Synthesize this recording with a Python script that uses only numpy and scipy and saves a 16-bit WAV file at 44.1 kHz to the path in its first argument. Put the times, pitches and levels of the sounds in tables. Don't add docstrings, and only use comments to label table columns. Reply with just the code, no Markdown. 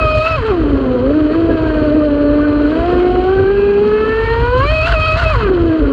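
import sys
import numpy as np
from scipy import signal
from scipy.fft import rfft, irfft, next_fast_len
from scipy.io import wavfile
from scipy.ndimage import uniform_filter1d, minimum_filter1d

SR = 44100
rng = np.random.default_rng(int(sys.argv[2]) if len(sys.argv) > 2 else 0)


def store_wav(level_fs):
    pcm = np.round(np.clip(np.atleast_2d(level_fs), -1, 1) * 32767)
    wavfile.write(sys.argv[1], SR, pcm.T.astype(np.int16))


N = 261321

PLANING_HZ, LOADED_HZ, CLEAR_HZ = 397.5, 626, 670
MOTOR_SHARE = 0.5
# time in seconds, rumble level in dB.
CHOP_BED = [(0, -32), (.26, -23), (.75, -24.5), (1.3, -23), (1.8, -23), (3.5, -25), (3.7, -29),
            (4.1, -27.5), (4.22, -18.5), (4.7, -16), (5.4, -14.5), (5.93, -36)]


def from_db(db):
    return 10 ** (np.asarray(db) / 20)


def rms_one(x):
    return x / np.sqrt(np.mean(x ** 2) + 1e-20)


def in_time(points):
    return np.interp(np.arange(N) / SR, *np.transpose(points))


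def at_hz(points, hz):
    point_hz, point_db = np.transpose(points)
    return np.interp(np.log(np.maximum(hz, 1)), np.log(point_hz), point_db)


def swell(centre, length):
    return np.cos(np.pi * np.clip((np.arange(N) / SR - centre) / length, -0.5, 0.5))


def hump(x, centre, width):
    return 1 / (1 + (2 * (x - centre) / width) ** 2)


def drift(rate):
    step, run_in = 10, 8000
    pole = np.exp(-2 * np.pi * rate * step / SR)
    noise = rng.standard_normal(N // step + run_in + 2)
    slow = signal.lfilter([1], [1, -2 * pole, pole * pole], noise)[run_in:]
    return np.interp(np.arange(N) / step, np.arange(len(slow)), rms_one(slow))


def coloured(x, spectrum):
    size = next_fast_len(N)
    hz = np.maximum(np.arange(size // 2 + 1) * SR / size, 1)
    skirts = np.minimum(1, np.minimum(hz / spectrum[0][0], spectrum[-1][0] / hz)) ** 4
    return rms_one(irfft(rfft(x, size) * skirts * from_db(at_hz(spectrum, hz)), size)[:N])


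def resonance(x, hz, width):
    r = np.exp(-np.pi * width / SR)
    poles = [1, -2 * r * np.cos(2 * np.pi * hz / SR), r * r]
    return signal.lfilter(np.array([1, 0, -1]) * (1 - r * r) / 2, poles, x)


def evened(x, size=3000):
    return x / np.sqrt(uniform_filter1d(uniform_filter1d(x * x, size), size) + 1e-12)


def wind_down_ring():
    # pitch in Hz, width of each of two filter passes in Hz, level in dB.
    bands = [(4950, 160, 1.5), (5450, 150, -1), (6240, 260, 2.5), (6830, 220, -1), (7350, 220, -4),
             (8320, 250, -7), (9520, 200, -9)]
    noise = rng.standard_normal(N)
    return rms_one(sum((-1) ** k * from_db(db) * resonance(resonance(noise, hz, width), hz, width)
                       for k, (hz, width, db) in enumerate(bands)))


def spray(ploughing, strain_db, drops_per_s=900):
    # frequency in Hz, level in dB.
    drop_tone = [(5000, -3), (7300, -0.5), (9500, -7), (12000, -18.5), (14500, -32.5)]
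    # centre in seconds, length in seconds.
    lulls = [(0.818, 1.0), (5.7, 0.29)]
    lull = np.sqrt(np.abs(sum(swell(s, length) for s, length in lulls)))
    drops = (rng.random(N) < drops_per_s / SR) * rng.standard_normal(N)
    patter = from_db(-71 + 1.5 * strain_db) * ploughing * coloured(drops, drop_tone)
    return (1 - lull) * patter + lull * from_db(-68) * wind_down_ring()


def hull_drone(speed, mode_hz=55.45):
    swing = np.sin(2 * np.pi * mode_hz * np.arange(N) / SR + 1.2 * drift(1.3))
    level_db = in_time(CHOP_BED) - 6 + 1.4 * drift(17)
    return from_db(level_db) * (speed / LOADED_HZ) ** 3 * rms_one(swing)


def wave_slaps(ploughing, rise_s=0.042, fall_s=0.046):
    # peak time in seconds, thump level in dB, wash level in dB.
    slaps = [(.03, -15, -23), (.15, -15, -28.5), (.38, -18, -40), (.51, -19.5, -38), (0.639, -17, -20),
             (.74, -16, -20), (0.841, -37, -19.5), (0.961, -26.5, -21.5), (1.1, -19.5, -24.5),
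             (1.22, -32, -26.5), (1.33, -43, -21), (1.5, -20.5, -14.5), (1.67, -19.5, -19.5),
             (1.8, -18, -18), (1.96, -28, -20.5), (2.34, -19, -31), (2.599, -23, -27), (2.78, -17.5, -17.5),
             (2.958, -21, -14.5), (3.091, -25, -17.5), (3.198, -15.5, -19), (3.402, -18, -21),
             (3.59, -20.5, -36), (4.07, -29.5, -20.5), (4.42, -16, -28), (4.62, -15, -23.5),
             (5.5, -27, -19.5), (5.649, -14.5, -22), (5.851, -13, -22.5)]
    t = np.arange(N) / SR
    rumble_power = from_db(in_time(CHOP_BED)) ** 2
    wash_power = from_db(-31.5 + 6.5 * ploughing) ** 2
    for s, thump_db, wash_db in slaps:
        slap = np.exp(-((t - s) / np.where(t < s, rise_s, fall_s)) ** 2)
        rumble_power += from_db(thump_db) ** 2 * slap
        wash_power += from_db(wash_db) ** 2 * slap
    return np.sqrt(rumble_power), np.sqrt(wash_power)


def water(ploughing):
    # pitch in Hz, width in Hz, level in dB.
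    hull_modes = [(51.3, 11.3, -1.5), (92.5, 29, -6), (124.6, 38, -10)]
    # frequency in Hz, level in dB.
    wash_tone = [(140, -11.5), (200, -13.5), (262, 4), (325, -5), (390, 0), (480, -4.5), (560, -11.5),
                 (690, -14), (820, -29.5), (1200, -63)]
    rumble_gain, wash_gain = wave_slaps(ploughing)
    chop = rng.standard_normal(N) * from_db(7.2 * drift(5.9))
    rumble = sum((-1) ** k * from_db(db) * resonance(chop, hz, width)
                 for k, (hz, width, db) in enumerate(hull_modes))
    rumble = signal.sosfilt(signal.butter(2, [30, 165], "band", fs=SR, output="sos"), rumble)
    wash = coloured(rng.standard_normal(N) * from_db(3.3 * drift(25)), wash_tone)
    return rumble_gain * evened(rumble) + wash_gain * evened(wash)


def ride(speed, release_s=0.077):
    ploughing = 1 / (1 + (speed / PLANING_HZ) ** 12)
    slowing = uniform_filter1d(-np.gradient(np.log2(speed)) * SR, size=2000)
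    slowing *= np.clip((LOADED_HZ - speed) / 80, 0, 1)
    unloaded = np.clip(slowing / 1.4, 1e-6, 1) ** 1.5
    fade = np.arange(N) / SR / release_s
    coasting = np.exp(np.maximum.accumulate(np.log(unloaded) + fade) - fade)
    lifting = np.clip((speed - LOADED_HZ) / (CLEAR_HZ - LOADED_HZ), 0, 1)
    return ploughing, coasting, lifting


def strains():
    # centre in seconds, length in seconds, then rattle, hiss, whine and blade change in dB.
    surges = [(0.04, 0.24, 0.5, -1.5, -0.5, 5.5), (0.293, 0.26, -2, 0, -1.5, 6), (0.486, 0.093, 4, 4, 2, 4),
              (1.087, 0.1, 3.5, -0.5, -7, 8.5), (1.341, 0.1, 3.5, 2, 4, -7.5),
              (1.719, 0.53, 1, 1.5, 4.5, 11.5), (2.122, 0.59, -2.5, -0.5, 3.5, 8),
              (2.457, 0.43, 1, -0.5, 6, 3.5), (2.87, 0.63, 3.5, 3.5, 1.5, -2), (3.27, 0.3, -0.5, 2, 0, 1),
              (3.644, 0.79, -1.5, -1.5, 2.5, -5), (4.056, 0.51, 1, 0.5, 2.5, -6),
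              (4.323, 0.34, 2, 3.5, -2.5, 2), (4.65, 0.19, 4, 3, -1.5, 0), (5.057, 0.13, 1, 1, 5, 10),
              (5.353, 0.19, 5.5, 2.5, -1.5, 6), (5.445, 0.13, 3, 3, 7.5, -8)]
    return sum(np.outer(changes_db, swell(s, length)) for s, length, *changes_db in surges)


def rubbing(angle, depth, grain_db):
    return rng.standard_normal(N) * (1 + depth * np.cos(angle)) * from_db(grain_db * drift(45))


def drive_line(angle, speed, flutter, rattle_db, hiss_db):
    # frequency in Hz, level in dB.
    rattle_tone = [(600, -4.5), (820, -8), (960, 1), (1250, 3.5), (1550, 0.5), (1800, -8), (2100, -9),
                   (2600, -48)]
    # frequency in Hz, level in dB.
    hiss_tone = [(1700, -8.5), (2200, -3), (2550, 5), (2800, 1), (3100, 5), (3550, -8.5), (4000, -3),
                 (4450, -5), (4950, -17), (5400, -23.5), (5900, -29), (6450, -26.5), (7200, -29),
                 (10000, -43.5), (14500, -58.5)]
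    rattle = evened(coloured(rubbing(angle, depth=0.15, grain_db=3.0), rattle_tone))
    hiss = evened(coloured(rubbing(angle, depth=0.092, grain_db=1.8), hiss_tone))
    sizzle = coloured(rubbing(angle, depth=0.36, grain_db=2.9), hiss_tone)
    sizzle = signal.sosfilt(signal.butter(2, 5600, "high", fs=SR, output="sos"), sizzle)
    pace = (speed / speed.max()) ** 3
    grip = 1 / (1 + (flutter / 0.0073) ** 2)
    bearings = from_db(8 - 5.5 * pace * grip) * hiss + from_db(20) * pace * sizzle
    return from_db(rattle_db) * rattle + from_db(hiss_db) * bearings


def racing_spurts():
    # centre in seconds, length in seconds, overspeed as a share of the speed, beat in dB.
    spurts = [(4.642, .06, .012, -17.5), (4.837, .012, 0.022, -21), (4.857, .014, .03, -15),
              (5.066, .012, .08, -18), (4.873, .022, 0.09, -12.5), (4.893, 0.018, .10, -12.5),
              (4.924, .02, .14, -11.5), (4.939, .018, .05, -11), (5.199, .022, .11, -11),
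              (5.221, .034, .06, -14.5), (5.351, 0.02, .02, -26)]
    overspeed = sum(share * swell(s, length) for s, length, share, _ in spurts)
    beat_gain = sum(from_db(db) * swell(s, length) ** 2 for s, length, _, db in spurts)
    return overspeed, beat_gain


def racing_propeller(angle, speed, overspeed):
    run_ahead = 2 * np.pi * np.cumsum(speed * (1 - MOTOR_SHARE) * overspeed) / SR
    phase = 2 * (angle + run_ahead) + 0.28 * drift(200)
    return np.sin(phase) + from_db(-13) * np.sin(2 * phase) + from_db(-22.5) * np.cos(3 * phase)


def shaft_order(angle, multiple, shake_db, slip, unrest=1):
    phase = multiple * angle + unrest * slip * drift(39) + rng.uniform(0, 2 * np.pi)
    return rms_one(np.sin(phase) * from_db(unrest * shake_db * drift(33)))


def shaft_whirl(angle, speed):
    # critical speed and width in turns per second, multiple of the speed, level in dB.
    whirls = [(242, 20, .5, -26), (419, 30, .5, -21.5), (270, 140, 1.5, -27.5), (270, 62, 1.5, -23)]
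    return sum(from_db(db) * hump(speed, critical, width) * shaft_order(angle, k, shake_db=2.5, slip=0.9)
               for critical, width, k, db in whirls)


def mount(hz):
    # pitch in Hz, width in Hz, level in dB.
    modes = [(325, 170, -3.5), (403.7, 89, -2.5), (508.5, 73, -7), (629, 180, -10), (734.5, 78, -9),
             (955, 22, -8.5), (1060, 144, -4.5), (1200, 710, -14), (1542, 220, -6), (1823, 100, 4),
             (2350, 250, 1), (2554, 230, 5)]
    return np.sqrt(sum((from_db(db) * hump(hz, centre, width)) ** 2 for centre, width, db in modes))


def flare(multiple):
    # centre in seconds, length in seconds, multiple of the speed, change in dB.
    flares = [(0.63, .085, 6, 12), (0.537, .07, 3, 20), (0.48, 0.25, 4, -13), (5.41, 0.071, 4, -16),
              (.3, .14, 8, 11), (0.15, 0.16, 1, 3.5), (4.7, 0.4, 7, 4.5), (3.66, 0.39, 6.5, 16.5),
              (0.095, 0.46, 7, 0.5), (2.43, 0.098, 5, 6), (1.64, 0.25, 5, 6), (1.74, .22, 3, 2),
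              (1.74, 0.27, 6, 5.5), (2.66, 0.043, 5, 11), (3.68, 0.61, 3, -9.5), (3.64, 0.48, 6, 4.5),
              (3.84, .14, 4, -8), (4.31, 0.12, 6, 7.5), (4.26, 0.22, 3, -8), (4.28, 0.47, 5, 7),
              (4.36, .2, 7, 6.5), (4.32, 0.1, 9, 5), (4.47, 0.075, 3, 7), (4.55, 0.097, 6, 9.5),
              (4.7, 0.059, 5, 10.5), (4.79, 0.16, 4, 3.5), (4.6, 0.091, 3, 6), (5.04, 0.087, 5, 6),
              (6, 0.049, 5, 9), (4.7, 0.071, 3, 8), (5.82, 0.47, 5, 7)]
    return sum(db * swell(s, length) for s, length, k, db in flares if k == multiple)


def motor_hum(angle, speed, overspeed, hum_change_db, blade_change_db):
    # centre in seconds, length in seconds, hum cut in dB,
    # blade cut in dB; a negative cut is a boost.
    dips = [(0.401, 0.087, 7, 2.5), (0.643, 0.068, 3.5, 4), (0.978, 0.18, 1, -8.5), (1.31, 0.11, 6, -5.5),
            (1.657, 0.49, 5, 9), (2.805, 0.23, 9, -6), (3.131, 0.071, 8, -0.5), (3.223, 0.061, 7.5, -2),
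            (4.05, 0.016, 11, 11), (4.262, 0.028, 30, -3), (4.744, 0.12, -1, 8), (5.046, 0.11, 4, 4.5),
            (5.41, 0.22, 4.5, 4), (5.53, 0.26, -1, 7.5)]
    hum_cut_db, blade_cut_db = sum(np.outer(cuts_db, swell(s, length)) for s, length, *cuts_db in dips)
    hum_gain = from_db(-8.5 + hum_change_db - hum_cut_db + flare(1)) * mount(speed)
    blade_gain = from_db(-10.5 + blade_change_db - blade_cut_db) * mount(2 * speed)
    imbalance = hum_gain * shaft_order(angle, 0.99, shake_db=1.71, slip=0.16)
    blades = blade_gain * shaft_order(angle, 2, shake_db=2.5, slip=0.071)
    return (imbalance + blades) / (1 + (overspeed / 0.17) ** 2)


def motor_whine(angle, speed, flutter, overspeed, overtone_db):
    # multiple of the speed, level in dB relative to overtone_db.
    overtones = [(2.5, -3.5), (3, 15.5), (5, 11), (5.5, -0.5), (6, 10.5), (6.5, -4), (7, 5.5), (8, 4.5),
                 (9, -1.5), (10, -5.5), (11, -5), (14, -3), (15, -3.5)]
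    # frequency in Hz, gain in dB.
    hull_eq = [(700, 6.5), (880, -7), (1030, -2.5), (1300, 1), (1370, 3.5), (1460, 1.5), (1620, 0),
               (1900, -11.5), (2250, -10.5), (2440, -7.5), (2620, -3.5), (2850, -8.5), (3080, -3),
               (3250, -10.5), (3500, -20), (3850, -12.5), (4100, -3.5), (4400, -2.5), (4750, -16),
               (5050, -15.5), (5450, -33), (9500, -41)]
    unrest = np.sqrt(np.minimum(flutter / 0.007, 1))
    pole_gain = from_db(-25.5 + flare(4)) * mount(4 * speed)
    whine = pole_gain * shaft_order(angle, 4, shake_db=4.0, slip=0.68, unrest=unrest)
    for k, db in overtones:
        partial = shaft_order(angle, k, shake_db=2.6, slip=0.55, unrest=unrest)
        wander_db = 2.5 * drift(15)
        whine += from_db(overtone_db + db + at_hz(hull_eq, k * speed) + flare(k) + wander_db) * partial
    return whine / (1 + (overspeed / 0.052) ** 2)


def scene():
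    # time in seconds, speed in turns per second (capped below).
    speed_curve = [(0.0, 645), (0.05, 626), (0.21, 624), (0.285, 660), (0.36, 630), (0.385, 540),
                   (0.415, 449), (0.48, 449.5), (0.525, 381), (0.58, 333.4), (0.69, 289.0), (0.89, 256.5),
                   (1.0, 242.5), (1.04, 259.5), (1.17, 313.8), (1.29, 301.5), (1.38, 332.5), (1.48, 330.5),
                   (1.91, 297.5), (1.96, 310.0), (2.1, 292.8), (2.24, 290.7), (2.44, 297.4), (2.66, 295.3),
                   (2.89, 356.7), (3.23, 367.0), (3.33, 386.7), (3.45, 386.7), (3.53, 403.5), (3.79, 408.9),
                   (3.84, 421.1), (4.36, 462.3), (4.47, 483.5), (4.59, 517.2), (4.72, 637.0), (4.82, 631.3),
                   (4.9, 685.4), (4.97, 630.2), (5.15, 637.5), (5.2, 699.8), (5.26, 644.8), (5.305, 642),
                   (5.335, 595), (5.36, 500), (5.38, 470.3), (5.48, 380.3), (5.53, 371.4), (5.59, 344.5),
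                   (5.78, 316.1), (5.83, 288.0), (5.93, 272.3)]
    speed = in_time(speed_curve)
    ploughing, coasting, lifting = ride(speed)
    speed = np.minimum(speed, CLEAR_HZ)
    overspeed, beat_gain = racing_spurts()
    flutter = 0.0016 + 0.0045 * ploughing + 0.012 * coasting + 0.017 * lifting ** 2
    waver = flutter * (1 - lifting) * drift(60)
    angle = 2 * np.pi * np.cumsum(speed * (1 + MOTOR_SHARE * overspeed + waver)) / SR
    angle += 0.21 * lifting ** 2 * drift(450)

    octaves = np.log2(speed / LOADED_HZ)
    slack = coasting * speed / LOADED_HZ
    rattle_strain_db, hiss_strain_db, whine_strain_db, blade_strain_db = strains()
    rattle_db = -31 + 2 * octaves + 9 * lifting + 4.5 * slack + rattle_strain_db
    hiss_db = -44 + 4 * octaves + 1.5 * lifting + 0.5 * slack + hiss_strain_db
    hiss_db += 4.5 * overspeed / overspeed.max()
    blade_change_db = blade_strain_db - 3 * ploughing - 6 * coasting
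    whine_gain = from_db(whine_strain_db - 4 * coasting)

    hum = motor_hum(angle, speed, overspeed, hum_change_db=-2 * slack, blade_change_db=blade_change_db)
    revs = beat_gain * racing_propeller(angle, speed, overspeed)
    growl = shaft_whirl(angle, speed)
    whine = whine_gain * motor_whine(angle, speed, flutter, overspeed, overtone_db=hiss_db - 4 * ploughing)
    friction = drive_line(angle, speed, flutter, rattle_db, hiss_db)
    background = water(ploughing) + hull_drone(speed) + spray(ploughing, hiss_strain_db)
    return (background + friction + revs + growl + hum + whine)[None]


def record(dry, ceiling=0.88, cutoff_hz=14700):
    gain = minimum_filter1d(np.minimum(1, ceiling / (np.abs(dry) + 1e-9)), size=601)
    gain = uniform_filter1d(uniform_filter1d(gain, size=301), size=301)
    return signal.sosfilt(signal.cheby2(12, 70, cutoff_hz, fs=SR, output="sos"), gain * dry)


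dry = scene()
out = record(dry)
store_wav(out)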